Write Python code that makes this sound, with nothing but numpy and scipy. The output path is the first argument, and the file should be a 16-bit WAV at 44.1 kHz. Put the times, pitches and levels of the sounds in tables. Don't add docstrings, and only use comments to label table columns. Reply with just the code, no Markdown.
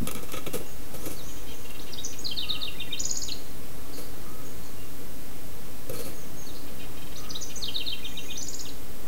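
import sys
import numpy as np
from scipy import signal
from scipy.fft import rfft, irfft, next_fast_len
from scipy.io import wavfile

SR = 44100
rng = np.random.default_rng(int(sys.argv[2]) if len(sys.argv) > 2 else 0)


def generate_wav(signal):
    frames = np.transpose(np.atleast_2d(signal))
    scaled = np.clip(frames, -1, 1) * 32767
    pcm = np.round(scaled).astype(np.int16)
    wavfile.write(sys.argv[1], SR, pcm)


N = 399987


def undb(db):
    return 10 ** (np.asarray(db) / 20)


def level(x, db):
    return x * undb(db) / np.sqrt(np.mean(x ** 2))


def add(out, start_s, x):
    i = max(int(start_s * SR), 0)
    out[i:i + len(x)] += x[:len(out) - i]


def colour(x, points):
    hz, db = np.transpose(points)
    size = next_fast_len(len(x), real=True)
    bins_hz = np.maximum(np.fft.rfftfreq(size, 1 / SR), 1)
    gain = undb(np.interp(np.log(bins_hz), np.log(hz), db))
    return irfft(rfft(x, size) * gain, size)[:len(x)]


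def ring(x, modes):
    t = np.arange(SR // 10) / SR
    response = 0
    for k, (hz, width_hz, db) in enumerate(modes):
        decay = undb(db) * width_hz * np.exp(-np.pi * width_hz * t)
        response += (-1) ** k * decay * np.sin(2 * np.pi * hz * t)
    return signal.oaconvolve(x, response / np.linalg.norm(response))[:len(x)]


def walk(size, rate_hz):
    steps = np.arange(size) * rate_hz / SR
    knots = int(steps[-1]) + 2
    return np.interp(steps, np.arange(knots), rng.standard_normal(knots))


def outdoors():
    # (frequency [Hz], gain [dB])
    murmur_curve = [(20, 0.5), (38, 3), (60, -0.5), (120, -3), (230, -6.5), (400, -9), (650, -14),
                    (1000, -18), (2000, -22), (5000, -35), (15000, -51)]
    # (frequency [Hz], width [Hz], gain [dB])
    hollow_modes = [(282.3, 22, 2.5), (372, 20, -19), (469, 35, -2), (1200, 110, -16)]
    murmur = level(colour(rng.standard_normal(N), murmur_curve), db=-43.5)
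    hollow = level(ring(rng.standard_normal(N), hollow_modes), db=-51)
    return murmur * undb(0.6 * walk(N, rate_hz=6.7)) + hollow * undb(0.65 * walk(N, rate_hz=5))


def floor_thumps(crest=0.35):
    # (time [s], time scale [s], level [dB])
    settles = [(.008, 0.056, -32), (0.127, 0.059, -39)]
    # (frequency [Hz], gain [dB])
    floor_curve = [(60, -7), (170, -2.5), (270, -1), (380, -13), (1000, -47)]
    load = np.zeros(N)
    for start_s, scale_s, db in settles:
        u = np.arange(int(5 * scale_s * SR)) / (scale_s * SR)
        add(load, start_s, undb(db) * (u / crest) * np.exp(1 - u / crest))
    return load * level(colour(rng.standard_normal(N), floor_curve), db=0)


def contacts(snap_s=0.005, rebound_s=0.013, rebound_db=-13):
    # (time [s], level [dB])
    straw_snaps = [(0.0718, -23.5), (0.1118, -27), (0.149, -29.5), (0.319, -30.5), (.365, -37), (.574, -36),
                   (1.705, -41), (3.282, -39), (5.895, -31.5)]
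    # (time [s], time scale [s], level [dB])
    scratches = [(.08, 0.02, -33.5), (.155, 0.047, -40), (.282, 0.03, -42.5), (.328, 0.033, -33),
                 (.366, 0.025, -34), (.462, .016, -31)]
    # (time [s], time scale [s], level [dB])
    shuffles = [(.225, 0.027, -41.5), (.531, 0.04, -32), (.935, 0.044, -41), (.99, 0.18, -45.5),
                (1.054, .03, -36.5), (1.098, .05, -40.5), (3.965, 0.077, -43), (5.924, 0.075, -40),
                (5.986, .043, -38), (6.04, 0.071, -41)]
    # (time [s], time scale [s], level [dB])
    bumps = [(.466, 0.016, -29), (.548, 0.016, -29), (.595, 0.035, -37), (1.066, 0.017, -35),
             (5.888, 0.041, -36)]
    split_db = {"snap": (0, -6, -8.5), "scratch": (-9, 0, -3.9), "shuffle": (0, -5.5, 1.3),
                "bump": (-16, -15, 0)}
    snaps = [(start_s + lag_s, snap_s, db + drop_db) for start_s, db in straw_snaps
             for lag_s, drop_db in ((0, 0), (rebound_s, rebound_db))]
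    moves = {"snap": snaps, "scratch": scratches, "shuffle": shuffles, "bump": bumps}
    return [(start_s, scale_s, db + np.array(split_db[kind]))
            for kind, rows in moves.items() for start_s, scale_s, db in rows]


def nest(grain_db=0.5, slip_hz=600, crest=0.26, linger=0.16, straw_db=1.4, boards_db=-3, box_db=-1):
    # (frequency [Hz], gain [dB])
    straw_curve = [(1500, -13), (4000, -6), (5400, -4.5), (6500, -3), (8500, -4), (10300, 2.5), (11500, 0),
                   (12300, 3.5), (12900, -3), (15500, -6)]
    # (frequency [Hz], width [Hz], gain [dB])
    board_modes = [(1280, 68, 10), (1670, 110, -1), (2290, 165, 4), (2670, 93, 5.5), (3340, 280, 1),
                   (3910, 140, 0), (6340, 700, -5)]
    # (frequency [Hz], width [Hz], gain [dB])
    box_modes = [(155, 76, -5.5), (208, 26, -4.5), (314, 68, -1.5), (390, 55, 0), (501, 73, 1.5),
                 (600, 66, -29.5)]
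    drives = np.zeros((3, N))
    for start_s, scale_s, levels_db in contacts():
        u = np.arange(int(5 * scale_s * SR)) / (scale_s * SR)
        push = (u / crest) * np.exp(1 - u / crest) + linger * u * np.exp(1 - u)
        slips = level(undb(grain_db * walk(len(u), slip_hz)), db=0)
        for drive, db in zip(drives, levels_db):
            add(drive, start_s, undb(db) * push * slips * rng.standard_normal(len(u)))
    crackle = undb(straw_db) * colour(drives[0], straw_curve)
    rasp = undb(boards_db) * ring(drives[1], board_modes)
    thud = undb(box_db) * ring(drives[2], box_modes)
    return crackle + rasp + thud


def whistle(length_s, pitches_hz, crest, rough, flutter_hz, wobble, swell_power=0.83):
    u = np.linspace(0, 1, int(length_s * SR))
    glide_hz = np.polyval(np.polyfit([0, 0.5, 1], pitches_hz, 2), u)
    pitch_hz = glide_hz * (1 + rough * wobble * walk(len(u), flutter_hz))
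    swell = np.interp(u, [0, np.clip(crest, 0.1, 0.9), 1], [0, 1, 0]) ** swell_power
    flutter = 1 + 0.5 * rough * walk(len(u), flutter_hz)
    return swell * flutter * np.sin(2 * np.pi * np.cumsum(pitch_hz) / SR)


def far_birds(direct_db=-7):
    # (time [s], kind, level [dB])
    far_calls = [(.49, "pip", -43), (.62, "pip", -46.5), (.655, "tsip", -46), (.95, "sweep", -49),
                 (1.185, "sweep", -46.5), (1.46, "sweep", -51.5), (2.42, "caw", -41.5),
                 (3.925, "wisp", -40), (3.93, "tsip", -47), (4.015, "wisp", -46), (4.21, "caw", -45),
                 (4.28, "tsip", -55), (4.44, "tsip", -47.5), (4.625, "wisp", -47), (4.63, "tsip", -51),
                 (4.765, "pip", -43.5), (5.945, "wisp", -40), (6.02, "wisp", -44), (6.129, "see", -47.5),
                 (6.35, "see", -45), (6.541, "wisp", -41), (7.14, "caw", -42.5), (8.0, "sweep", -49.5),
                 (8.14, "sweep", -48.5), (8.3, "see", -45)]
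    call_kinds = { "pip": (0.038, 2800, 2780, 2760, 0.27, .03), "wisp": (.055, 4450, 4350, 4000, 0.2, 0.67),
                  "see": (0.11, 6450, 6450, 5700, 0.13, 0.17),
                  "tsip": (0.059, 6650, 6700, 6500, 0.22, 0.47),
                  "sweep": (.22, 4900, 6750, 5600, 0.43, 0.51),
                  "caw": (0.317, 1200, 1255, 1210, 0.27, 0.52), }
    calls = np.zeros(N)
    for start_s, kind, db in far_calls:
        length_s, *pitches_hz, crest, rough = call_kinds[kind]
        call = whistle(length_s, pitches_hz, crest, rough, flutter_hz=604, wobble=0.09)
        add(calls, start_s, undb(db) * call)
    return undb(direct_db) * calls + garden_echo(calls, early_db=-8.5, late_db=-4.5)


def garden_echo(x, early_db, late_db, early_t60_s=0.28, late_t60_s=0.67):
    # (frequency [Hz], gain [dB])
    echo_curve = [(1000, -14), (3000, 2), (4300, -2), (5800, 8), (7000, 0), (9000, -1.5)]
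    t = np.arange(SR) / SR
    onset = 1 - np.exp(-t / 0.0011)
    response = 0
    for db, t60_s in ((early_db, early_t60_s), (late_db, late_t60_s)):
        tail = colour(rng.standard_normal(SR), echo_curve) * undb(-60 * t / t60_s) * onset
        response += undb(db) * tail / np.linalg.norm(tail)
    return signal.fftconvolve(x, response)[:N]


def wren(song_db=-7, chatter_db=-6.5):
    # (time [s], count, pitch length [s], pitch [Hz], level [dB])
    chatter = [(1.284, 1, 0.029, 615, -45.5), (1.365, 1, 0.029, 614, -47.5), (1.469, 1, .075, 777, -43),
               (1.647, 3, 0.02, 533, -43.5), (1.865, 1, 0.038, 560, -41.5), (2.126, 1, 0.024, 595, -38.5),
               (6.669, 1, 0.025, 624, -46), (6.79, 1, .066, 592, -43), (6.969, 4, 0.02, 623, -44),
               (7.231, 1, 0.038, 564, -42.5), (7.497, 1, .027, 592, -38)]
    # (time [s], syllable, count, pitch ratio, level [dB], gain per repeat [dB])
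    song = [(1.162, "slur", 1, 1.03, -38, 0), (1.792, "rise", 1, 1, -40.5, 0),
            (1.919, "chip", 1, 1.015, -29.5, 4), (2.034, "flick", 1, 0.99, -22.5, 0),
            (2.187, "hook", 1, 1.01, -28.5, 0), (2.243, "warble", 1, 1.114, -20, 2),
            (2.364, "warble", 3, 1.03, -20, -0.7), (2.741, "arch", 2, 0.98, -26, 1),
            (2.976, "lift", 1, 1.05, -22, -1), (3.0327, "trill", 4, 1, -20, -0.5),
            (3.281, "close", 1, 1, -25, 0), (6.46, "slur", 1, 1, -38, 0), (7.157, "rise", 1, 1.06, -36, 0),
            (7.29, "chip", 1, 1.07, -27.5, 0), (7.406, "flick", 1, 1, -24.5, 0),
            (7.557, "hook", 1, 1, -25, 0), (7.615, "warble", 1, 1.07, -21, 6),
            (7.74, "warble", 2, 1.03, -20, -1.8), (7.987, "arch", 3, 0.99, -27.5, -0.5),
            (8.352, "lift", 1, 0.92, -26.5, 0), (8.4075, "trill", 4, 1.01, -25.5, 0.45),
            (8.652, "close", 1, 0.97, -32, -2.5)]
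    syllables = { "slur": [(0, 0.025, 4220, 4400, 4200, .5, -1),
                 (.026, 0.0305, 4050, 3710, 3400, 0.25, -1.5)],
                 "rise": [(0, 0.014, 3350, 4300, 6300, .3, 3.5),
                 (.012, 0.025, 5300, 6050, 8000, 0.25, -2.5), (0, .052, 4000, 3400, 5400, 0.88, -5.5)],
                 "chip": [(0, 0.0136, 5600, 5560, 5060, 0.6, -7),
                 (.013, 0.0113, 5340, 4470, 3370, 0.25, 2.5), (.054, .034, 2600, 3700, 3500, .42, -.5)],
                 "flick": [(0, 0.0148, 5000, 6500, 7100, 0.48, -11),
                 (.011, .015, 7570, 5710, 3900, 0.3, -1.5)],
                 "hook": [(0, 0.0168, 7610, 6276, 7300, 0.17, -1.5),
                 (.014, 0.031, 7270, 8050, 7950, 0.12, -7)],
                 "warble": [(-.002, .033, 4640, 4043, 3250, 0.83, -1.5),
                 (.037, 0.0138, 4910, 3995, 3440, 0.74, -4), (.055, .033, 3050, 2890, 2200, .48, -8)],
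                 "arch": [(0, 0.026, 1930, 2050, 2030, .6, -11), (.039, 0.022, 2530, 2447, 2500, 0.45, -6),
                 (.055, .018, 3250, 3750, 3400, .55, -1), (.07, 0.0166, 3390, 2860, 2120, 0.083, -3.5)],
                 "lift": [(0, 0.012, 4080, 3900, 3830, 0.64, -6), (.014, 0.0113, 3950, 5170, 6400, .5, -2),
                 (.021, .017, 6190, 6700, 6500, .45, -0.5)],
                 "trill": [(.0025, 0.0088, 5805, 4750, 3730, .42, -4.5),
                 (.009, .014, 3790, 4780, 6430, 0.64, -9.5), (.0175, 0.0099, 6100, 6780, 7450, 0.53, 1.8)],
                 "close": [(0, .028, 4198, 3098, 2530, 0.083, -3),
                 (.031, 0.023, 5130, 4196, 4100, 0.42, 0.5)], }
    voice = np.zeros(N)
    for first_s, count, length_s, hz, db in chatter:
        for start_s in repeats(first_s, "chatter", count):
            add(voice, start_s, undb(db + chatter_db) * buzz(length_s, hz))
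    for first_s, kind, count, ratio, db, step_db in song:
        for k, start_s in enumerate(repeats(first_s, kind, count)):
            for delay_s, length_s, *pitches_hz, crest, note_db in syllables[kind]:
                sung_hz = ratio * np.array(pitches_hz)
                note = whistle(length_s, sung_hz, crest, rough=0.62, flutter_hz=419, wobble=0.042)
                add(voice, start_s + delay_s, undb(db + k * step_db + note_db + song_db) * note)
    near = box_reflections(near_echoes(voice))
    return standing_waves(near + garden_echo(voice, early_db=-7.5, late_db=-10.5))


def repeats(first_s, kind, count, slowing=0.043):
    interval_s = {"warble": .1195, "arch": .1255, "trill": .058, "chatter": .0475}
    times_s = [first_s]
    for k in range(count - 1):
        times_s.append(times_s[-1] + interval_s[kind] * (1 + slowing) ** k)
    return times_s


def near_echoes(x):
    # (delay [ms], gain [linear])
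    bounces = [(4.7, 0.23), (7.3, -0.098)]
    heard = x.copy()
    for delay_ms, gain in bounces:
        add(heard, delay_ms / 1000, gain * x)
    return heard


def box_reflections(x, db=-8, t60_s=0.014):
    t = np.arange(SR // 20) / SR
    tail = rng.standard_normal(len(t)) * undb(-60 * t / t60_s)
    return x + undb(db) * signal.oaconvolve(x, tail / np.linalg.norm(tail))[:N]


def standing_waves(x):
    # (frequency [Hz], width [Hz], lift [dB])
    air_modes = [(2480, 93, 8.5), (2760, 74, 10), (3156, 41, 10), (3686, 370, 7), (4183, 32, 6),
                 (4820, 236, 7.5), (6070, 56, 12.5), (6690, 160, 9), (7100, 180, 2)]
    for hz, width_hz, db in air_modes:
        band = signal.lfilter(*signal.iirpeak(hz, hz / width_hz, SR), x)
        x = x + (undb(db) - 1) * band
    return x


def buzz(length_s, hz, arch=0.11, fall=0.099, throat_hz=2650, throat_log_width=0.37, jitter=0.045):
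    u = np.linspace(0, 1, int(length_s * SR))
    bend = arch * (np.sin(np.pi * u) - 2 / np.pi) - fall * (u - 0.5)
    pitch_hz = hz * (1 + bend + jitter * walk(len(u), rate_hz=770))
    phase = 2 * np.pi * np.cumsum(pitch_hz) / SR
    k = np.arange(3, 10)[:, None]
    detune = np.log(k * pitch_hz / throat_hz) / throat_log_width + 0.77 * (u - 0.5)
    harmonics = np.exp(-0.5 * detune ** 2) * np.sin(k * phase + k ** 2)
    swell = np.sin(np.pi * u) ** 0.25
    return level(swell * harmonics.sum(axis=0), db=-4.5)


def scene():
    return (wren() + far_birds() + nest() + floor_thumps() + outdoors())[None]


def record(dry, dc_offset=-0.097, cutoff_hz=15750):
    # (frequency [Hz], gain [dB])
    hiss_curve = [(500, -8), (3000, -1.5), (8000, -2.5), (11000, -2.5), (15500, 1.5)]
    # (frequency [Hz], level [dB])
    whine_tones = [(8640, -68), (13119, -80)]
    t = np.arange(N) / SR
    hiss = level(colour(rng.standard_normal(N), hiss_curve), db=-46)
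    whine = sum(level(np.sin(2 * np.pi * hz * t), db) for hz, db in whine_tones)
    lowpass = signal.ellip(12, 0.2, 80, cutoff_hz, fs=SR, output="sos")
    return dc_offset + signal.sosfilt(lowpass, dry + hiss + whine)


dry = scene()
out = record(dry)
generate_wav(out)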